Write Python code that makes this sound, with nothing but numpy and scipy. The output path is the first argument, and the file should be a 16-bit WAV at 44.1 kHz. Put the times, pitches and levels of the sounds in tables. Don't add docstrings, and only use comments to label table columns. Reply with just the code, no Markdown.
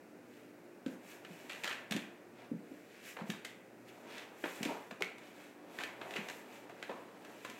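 import sys
import numpy as np
from scipy import signal
from scipy.fft import rfft, irfft
from scipy.io import wavfile
from scipy.ndimage import uniform_filter1d

SR = 44100
rng = np.random.default_rng(int(sys.argv[2]) if len(sys.argv) > 2 else 0)


def log_audio(samples):
    frames = np.atleast_2d(samples).T
    limited = np.clip(frames, -1, 1)
    pcm = np.round(limited * 32767).astype(np.int16)
    wavfile.write(sys.argv[1], SR, pcm)


N = 334719
TIME = np.arange(N) / SR


def undb(db):
    return 10 ** (np.asarray(db) / 20)


def unit(x):
    return x / np.sqrt(np.mean(x ** 2))


def along(points, hz):
    f, value = np.transpose(points)
    return np.interp(np.log(np.maximum(hz, 1)), np.log(f), value)


def colour(x, points):
    hz = np.maximum(np.fft.rfftfreq(len(x), 1 / SR), 1)
    below, above = hz / points[0][0], points[-1][0] / hz
    skirts = np.minimum(1, np.minimum(below, above)) ** 2
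    return irfft(rfft(x) * undb(along(points, hz)) * skirts, len(x))


def causal(gain):
    cepstrum = irfft(np.log(gain + 1e-9))
    half = len(cepstrum) // 2
    cepstrum[1:half] *= 2
    cepstrum[half + 1:] = 0
    return irfft(np.exp(rfft(cepstrum)))


def walk(rate):
    k = int(SR / rate)
    steps = np.repeat(rng.standard_normal(N // k + 1), k)
    return unit(uniform_filter1d(steps, k)[:N])


def add(out, s, x):
    place = out[max(int(s * SR), 0):][:len(x)]
    place += x[:len(place)]


def kitchen(air_db=-58, waver_db=3.0, drift_rad=0.23):
    # frequency in Hz, relative density in dB.
    air_colour = [(30, -3), (80, -16), (140, -10), (180, -1), (400, 1), (600, -2.5), (800, -8), (1100, -14),
                  (1500, -11.5), (2550, -16.5), (3200, -26.5), (7500, -28.5), (10000, -31.5), (15800, -32)]
    # frequency in Hz, level in dB rms ahead of the waver and the microphone.
    hum_tones = [(100, -86), (120, -76), (198, -80), (247, -73), (298, -66), (351, -69)]
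    air = unit(colour(rng.standard_normal(N), air_colour)) * undb(air_db)
    hum = np.zeros(N)
    for hz, db in hum_tones:
        level = undb(db + waver_db * walk(6.4))
        hum += level * np.sin(2 * np.pi * hz * TIME + drift_rad * walk(6))
    return air + np.sqrt(2) * hum


def room_tail(build_s, size=20000):
    # frequency in Hz, time to fall by 60 dB in seconds.
    decay_times = [(200, 0.34), (800, 0.63), (2000, 0.58), (5000, 0.37), (14000, 0.39)]
    t, hz = TIME[:size], np.fft.rfftfreq(size, 1 / SR)
    noise, tail = rfft(rng.standard_normal(size)), 0
    for f, t60 in decay_times:
        band = along([(g, float(g == f)) for g, _ in decay_times], hz)
        tail = tail + irfft(noise * band) * np.exp(-np.log(1000) * t / t60)
    tail = tail * (1 - np.exp(-t / build_s))
    return tail / np.linalg.norm(tail)


def swells(moves):
    centre, spread_s, *levels = np.transpose(moves)
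    coarse = TIME[::64]
    bells = np.exp(-.5 * ((coarse - centre[:, None]) / spread_s[:, None]) ** 2)
    return [np.sqrt(np.interp(TIME, coarse, undb(db) ** 2 @ bells)) for db in levels]


def scratches(per_second=320, spread_db=1.5, grit_hz=3400, grit_db=7):
    trips = rng.random(N) < per_second / SR
    grit = [(grit_hz / 3, -grit_db), (grit_hz, 0), (2 * grit_hz, -2 * grit_db)]
    return unit(colour(trips * undb(spread_db * rng.standard_normal(N)), grit))


def sliding(rub_db=-2, hiss_db=-0.5, drag_db=-2, grain_db=3, flutter_db=0.63, scratch_db=-7, wet_db=-4):
    # time of the fastest point in seconds, spread of the bell
    # in seconds, pad rub in dB, coat hiss in dB; both levels ahead of the trims above.
    strokes = [(0.37, 0.052, -68, -77), (0.92, 0.02, -71, -68.5), (1.11, 0.039, -59, -64.5),
               (1.38, 0.069, -61.5, -67.5), (1.63, 0.072, -59, -66.5), (1.95, 0.011, -62, -78),
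               (2.41, 0.025, -62, -89), (2.76, .08, -69, -76), (2.97, 0.047, -61.5, -75),
               (3.085, 0.026, -53, -57.5), (3.30, 0.021, -60, -63.5), (3.89, 0.0085, -60, -69),
               (4.00, 0.092, -68.5, -75), (4.17, 0.045, -53, -68.5), (4.51, 0.058, -55.5, -59),
               (4.68, 0.1, -61.5, -66.5), (5.27, 0.039, -63, -73), (5.42, 0.045, -61, -70.5),
               (5.80, 0.048, -57, -65), (6.15, 0.077, -62, -66), (6.33, 0.059, -63, -65),
               (6.55, 0.046, -61, -69), (6.88, .09, -65, -74), (7.48, 0.16, -62, -69.5)]
    # time of the fastest point in seconds, spread of the bell
    # in seconds, drag in dB ahead of its trim.
    pulls = [(0.92, 0.039, -61.5), (1.62, 0.32, -59.5), (2.41, 0.036, -60), (3.30, 0.026, -56),
             (4.18, 0.15, -56), (4.68, 0.052, -47), (5.30, .08, -62.5), (5.80, 0.12, -56.5),
             (6.14, 0.087, -50.5), (6.90, 0.75, -58.5)]
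    # frequency in Hz, relative density in dB.
    rub_colour = [(700, -12), (1200, -11), (1750, 0), (2600, -1.5), (3500, -13), (5000, -17.5), (7000, -22)]
    hiss_colour = [(3000, -24), (4500, -7), (5600, -3.5), (7400, 0.5), (9500, -7.5), (12500, -3),
                   (15800, -10.5)]
    drag_colour = [(150, -11.5), (300, 2.5), (450, 4), (800, 2.5), (1200, -5.5), (2000, -9.5)]
    rub, hiss, drag = swells(strokes) + swells(pulls)
    out = rub * undb(scratch_db) * scratches()
    layers = (rub, rub_colour, rub_db), (hiss, hiss_colour, hiss_db), (drag, drag_colour, drag_db)
    for swell, spectrum, db in layers:
        slips = rng.standard_normal(N) * undb(grain_db * walk(4000))
        out = out + swell * undb(db) * unit(colour(slips, spectrum))
    out = out * undb(flutter_db * walk(35))
    echoes = signal.fftconvolve(out, room_tail(build_s=0.0013))[:N]
    return out + undb(wet_db) * echoes


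def board_modes(hz, spacing_hz=170, depth_db=3.5, merge_hz=4000):
    # frequency in Hz, width in Hz, height in dB.
    floor_modes = [(1580, 97, 3.5), (1773, 35, 6.5), (1980, 64, 5), (3810, 57, 0)]
    shared = sum(db / (1 + (2 * (hz - f) / width) ** 2) for f, width, db in floor_modes)
    knots = np.arange(160) * spacing_hz
    local = depth_db * np.interp(hz, knots, rng.standard_normal(len(knots)))
    return shared + local / (1 + (hz / merge_hz) ** 2)


def skid(skid_s, snap_db, size=1024):
    u = TIME[:size] / max(skid_s, 1 / SR)
    envelope = (u ** 2 + 0.06) * np.exp(-2 * u)
    slips = rng.standard_normal(size) * envelope
    slips = irfft(np.exp(1j * np.angle(rfft(slips)))) * envelope ** .25
    slips = slips / np.linalg.norm(slips)
    slips[np.argmax(envelope)] += undb(snap_db)
    return slips / np.linalg.norm(slips)


def toes(spread_s=0.022, toe_db=-16, count=3, size=2048):
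    out = np.zeros(size)
    lags, chances = rng.uniform(.15, 1, count), rng.standard_normal(count)
    for lag, chance in zip(lags, chances):
        add(out, lag * spread_s, undb(toe_db + 2 * chance) * skid(skid_s=0.00089, snap_db=-0.23))
    return out


def judders(scatter_db=5, fade_db=3, count=7, edge_db=-8.5, mid_spot_hz=1350):
    # start in seconds, length in seconds,
    # middle level in dB ahead of the claw gain, woody knock in dB.
    slides = [(1.488, 0.075, -38.5, -15.5), (1.643, .10, -34, -6.5), (3.188, 0.041, -48.5, 9.5),
              (4.446, .02, -46.5, 13), (4.688, .035, -47, 15), (5.801, 0.032, -40, -1),
              (6.153, 0.038, -42, -4.5), (6.90, .018, -52.5, 13), (7.464, 0.038, -52, -8)]
    strikes = []
    for s, length_s, db, knock_db in slides:
        for k, (late, force, spot) in enumerate(rng.random((count, 3))):
            part = (k + late) / count
            level_db = db + scatter_db * (force - .5) - fade_db * (part - .5)
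            spot_hz = mid_spot_hz * 2 ** (spot - .5)
            strikes.append((s + length_s * part, level_db, knock_db, edge_db, spot_hz))
    return strikes


def claws(gain_db=23.0, knock_hz=1300, edge_hz=4800, low_hz=400, spot_db=5.0, spot_width_hz=260,
          ring_s=0.0064, ring_db=-7, room_db=-0.73, size=2048):
    # time of the snap in seconds, level in dB ahead of the gain,
    # woody knock in dB, bright edge in dB, pitch of the struck spot in Hz.
    single_strikes = [ (0.863, -38, -9.5, -7, 1530), (1.250, -39.5, -8.5, -12, 2380),
                      (1.500, -33.5, -3, -12, 3260), (1.637, -30.5, -12.5, -5, 2380),
                      (1.644, -26, -4.5, -6.5, 2000), (1.677, -26, -10.5, -8.5, 1510),
                      (1.712, -27.5, -12.5, -21, 2650), (1.911, -29.5, -12.5, -1.5, 1720),
                      (1.923, -25, -2.5, -4, 3300), (1.965, -28, -16.5, -6, 1690),
                      (3.17, -36.5, 6.5, -20, 2200), (3.302, -28.5, -12.5, -4, 3600),
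                      (3.338, -37.5, -4, -26, 1650), (3.450, -31.5, -6.5, -2, 1980),
                      (4.182, -35.5, -18, -7, 3640), (4.441, -26, -5, -33, 1810),
                      (4.631, -26, -18.5, -2, 2400), (4.652, -29.5, -14.5, -3, 1780),
                      (4.912, -37, 3.5, -9.5, 1380), (5.009, -40, 4.5, -3, 1000),
                      (5.023, -19.5, -12.5, -10.5, 2050), (5.184, -46, 2.5, -3, 1670),
                      (5.789, -29, -0.5, -14, 2170), (5.837, -27.5, -18, -9.5, 2180),
                      (6.016, -33, 0.5, -19, 1050), (6.109, -35, -15, -10, 2600),
                      (6.139, -31.5, -25, -13, 2720), (6.163, -31, -18, -10, 1770),
                      (6.168, -27, -14, -15, 2400), (6.287, -33, -12, -6, 1590),
                      (6.300, -34.5, -2, -4.5, 2250), (6.698, -43.5, 3, -10, 2170),
                      (6.828, -30.5, -9.5, -12.5, 2090), (6.897, -38.5, 12, -19, 1080),
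                      (7.250, -42, -1.5, -6.5, 1490), (7.450, -32, -1.5, -8.5, 1250),
                      (7.500, -39.5, -7, -1, 2320)]
    # frequency in Hz, relative density in dB.
    claw_colour = [(500, 5), (1100, -2), (1350, -1.5), (1700, -2), (2050, -4.5), (2450, 0), (3100, -5),
                   (3900, -6), (5200, -10.5), (7300, -7.5), (10000, -17.5), (12500, -15.5), (15800, -27)]
    base_skid_s, base_snap_db = .0029, -6.5
    skid_doubling_db = 24
    hard_blow_db, snap_per_db, dry_per_db = -23.5, 4.2, 1.1
    out, hz = np.zeros(N), np.fft.rfftfreq(size, 1 / SR) + 1
    low = 1 / (1 + (hz / knock_hz) ** 6)
    high = 1 / (1 + (edge_hz / hz) ** 6)
    board_db = along(claw_colour, hz)
    for s, db, knock_db, edge_db, spot_hz in single_strikes + judders():
        skid_s = base_skid_s * 2 ** (knock_db / skid_doubling_db)
        contact_db = low * knock_db + high * edge_db
        modes_db = board_modes(hz) + spot_db / (1 + ((hz - spot_hz) / spot_width_hz) ** 2)
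        tick = causal(undb(board_db + contact_db + modes_db) / (1 + (low_hz / hz) ** 2))
        path = undb(room_db) * room_tail(build_s=0.00095)
        ring = rng.standard_normal(size) * np.exp(-TIME[:size] / ring_s)
        add(path, skid_s, undb(ring_db) * ring / np.linalg.norm(ring))
        add(path, skid_s, toes())
        excess_db = max(db - hard_blow_db, 0)
        path = path * undb(-dry_per_db * excess_db)
        add(path, 0, skid(skid_s, base_snap_db + snap_per_db * excess_db))
        add(out, s - skid_s, undb(db + gain_db) * signal.fftconvolve(path, tick))
    return out


def thumps(upper_ratio=1.887, upper_db=-13, joist_hz=178, joist_db=-19, joist_s=0.058, wet_db=-5, size=5000):
    # start in seconds, level of the main flex in dB, board pitch in Hz.
    landings = [(0.861, -27.5, 274), (0.887, -40, 270), (1.302, -47, 184), (1.909, -33, 207),
                (1.946, -31, 205), (1.960, -33, 295), (2.513, -29.5, 251), (2.532, -36, 188),
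                (2.713, -39.5, 300), (3.213, -37, 199), (3.291, -33, 199), (4.437, -33, 332),
                (4.605, -34.5, 225), (4.655, -29.5, 285), (4.916, -45, 202), (5.011, -33, 415),
                (5.836, -44, 315), (6.157, -35.5, 420), (6.184, -39, 208), (6.896, -45, 256),
                (7.487, -46.5, 238)]
    swell_cycles = 0.71
    settle_s, settle_db = .023, -10
    out, t = np.zeros(N), TIME[:size]
    joist = undb(joist_db) * np.sin(2 * np.pi * joist_hz * t) * np.exp(-t / joist_s)
    for s, db, hz in landings:
        u, phase = t * hz / swell_cycles, 2 * np.pi * hz * t
        push = u ** 2 * np.exp(-u)
        tones = np.sin(phase) + undb(upper_db) * np.sin(upper_ratio * phase)
        flex = undb(db) * push / push.max() * tones
        add(out, s, flex + undb(db) * joist * (1 - np.exp(-u)))
        add(out, s + settle_s, undb(settle_db) * flex)
        add(out, s, undb(wet_db) * signal.fftconvolve(flex, room_tail(build_s=0.0032)))
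    return out


def scene():
    return (kitchen() + sliding() + claws() + thumps())[None]


def record(dry, bass_hz=105, top_hz=15850):
    thin = signal.sosfilt(signal.butter(3, bass_hz, "high", fs=SR, output="sos"), dry)
    return signal.sosfilt(signal.ellip(10, .2, 70, top_hz, fs=SR, output="sos"), thin)


dry = scene()
out = record(dry)
log_audio(out)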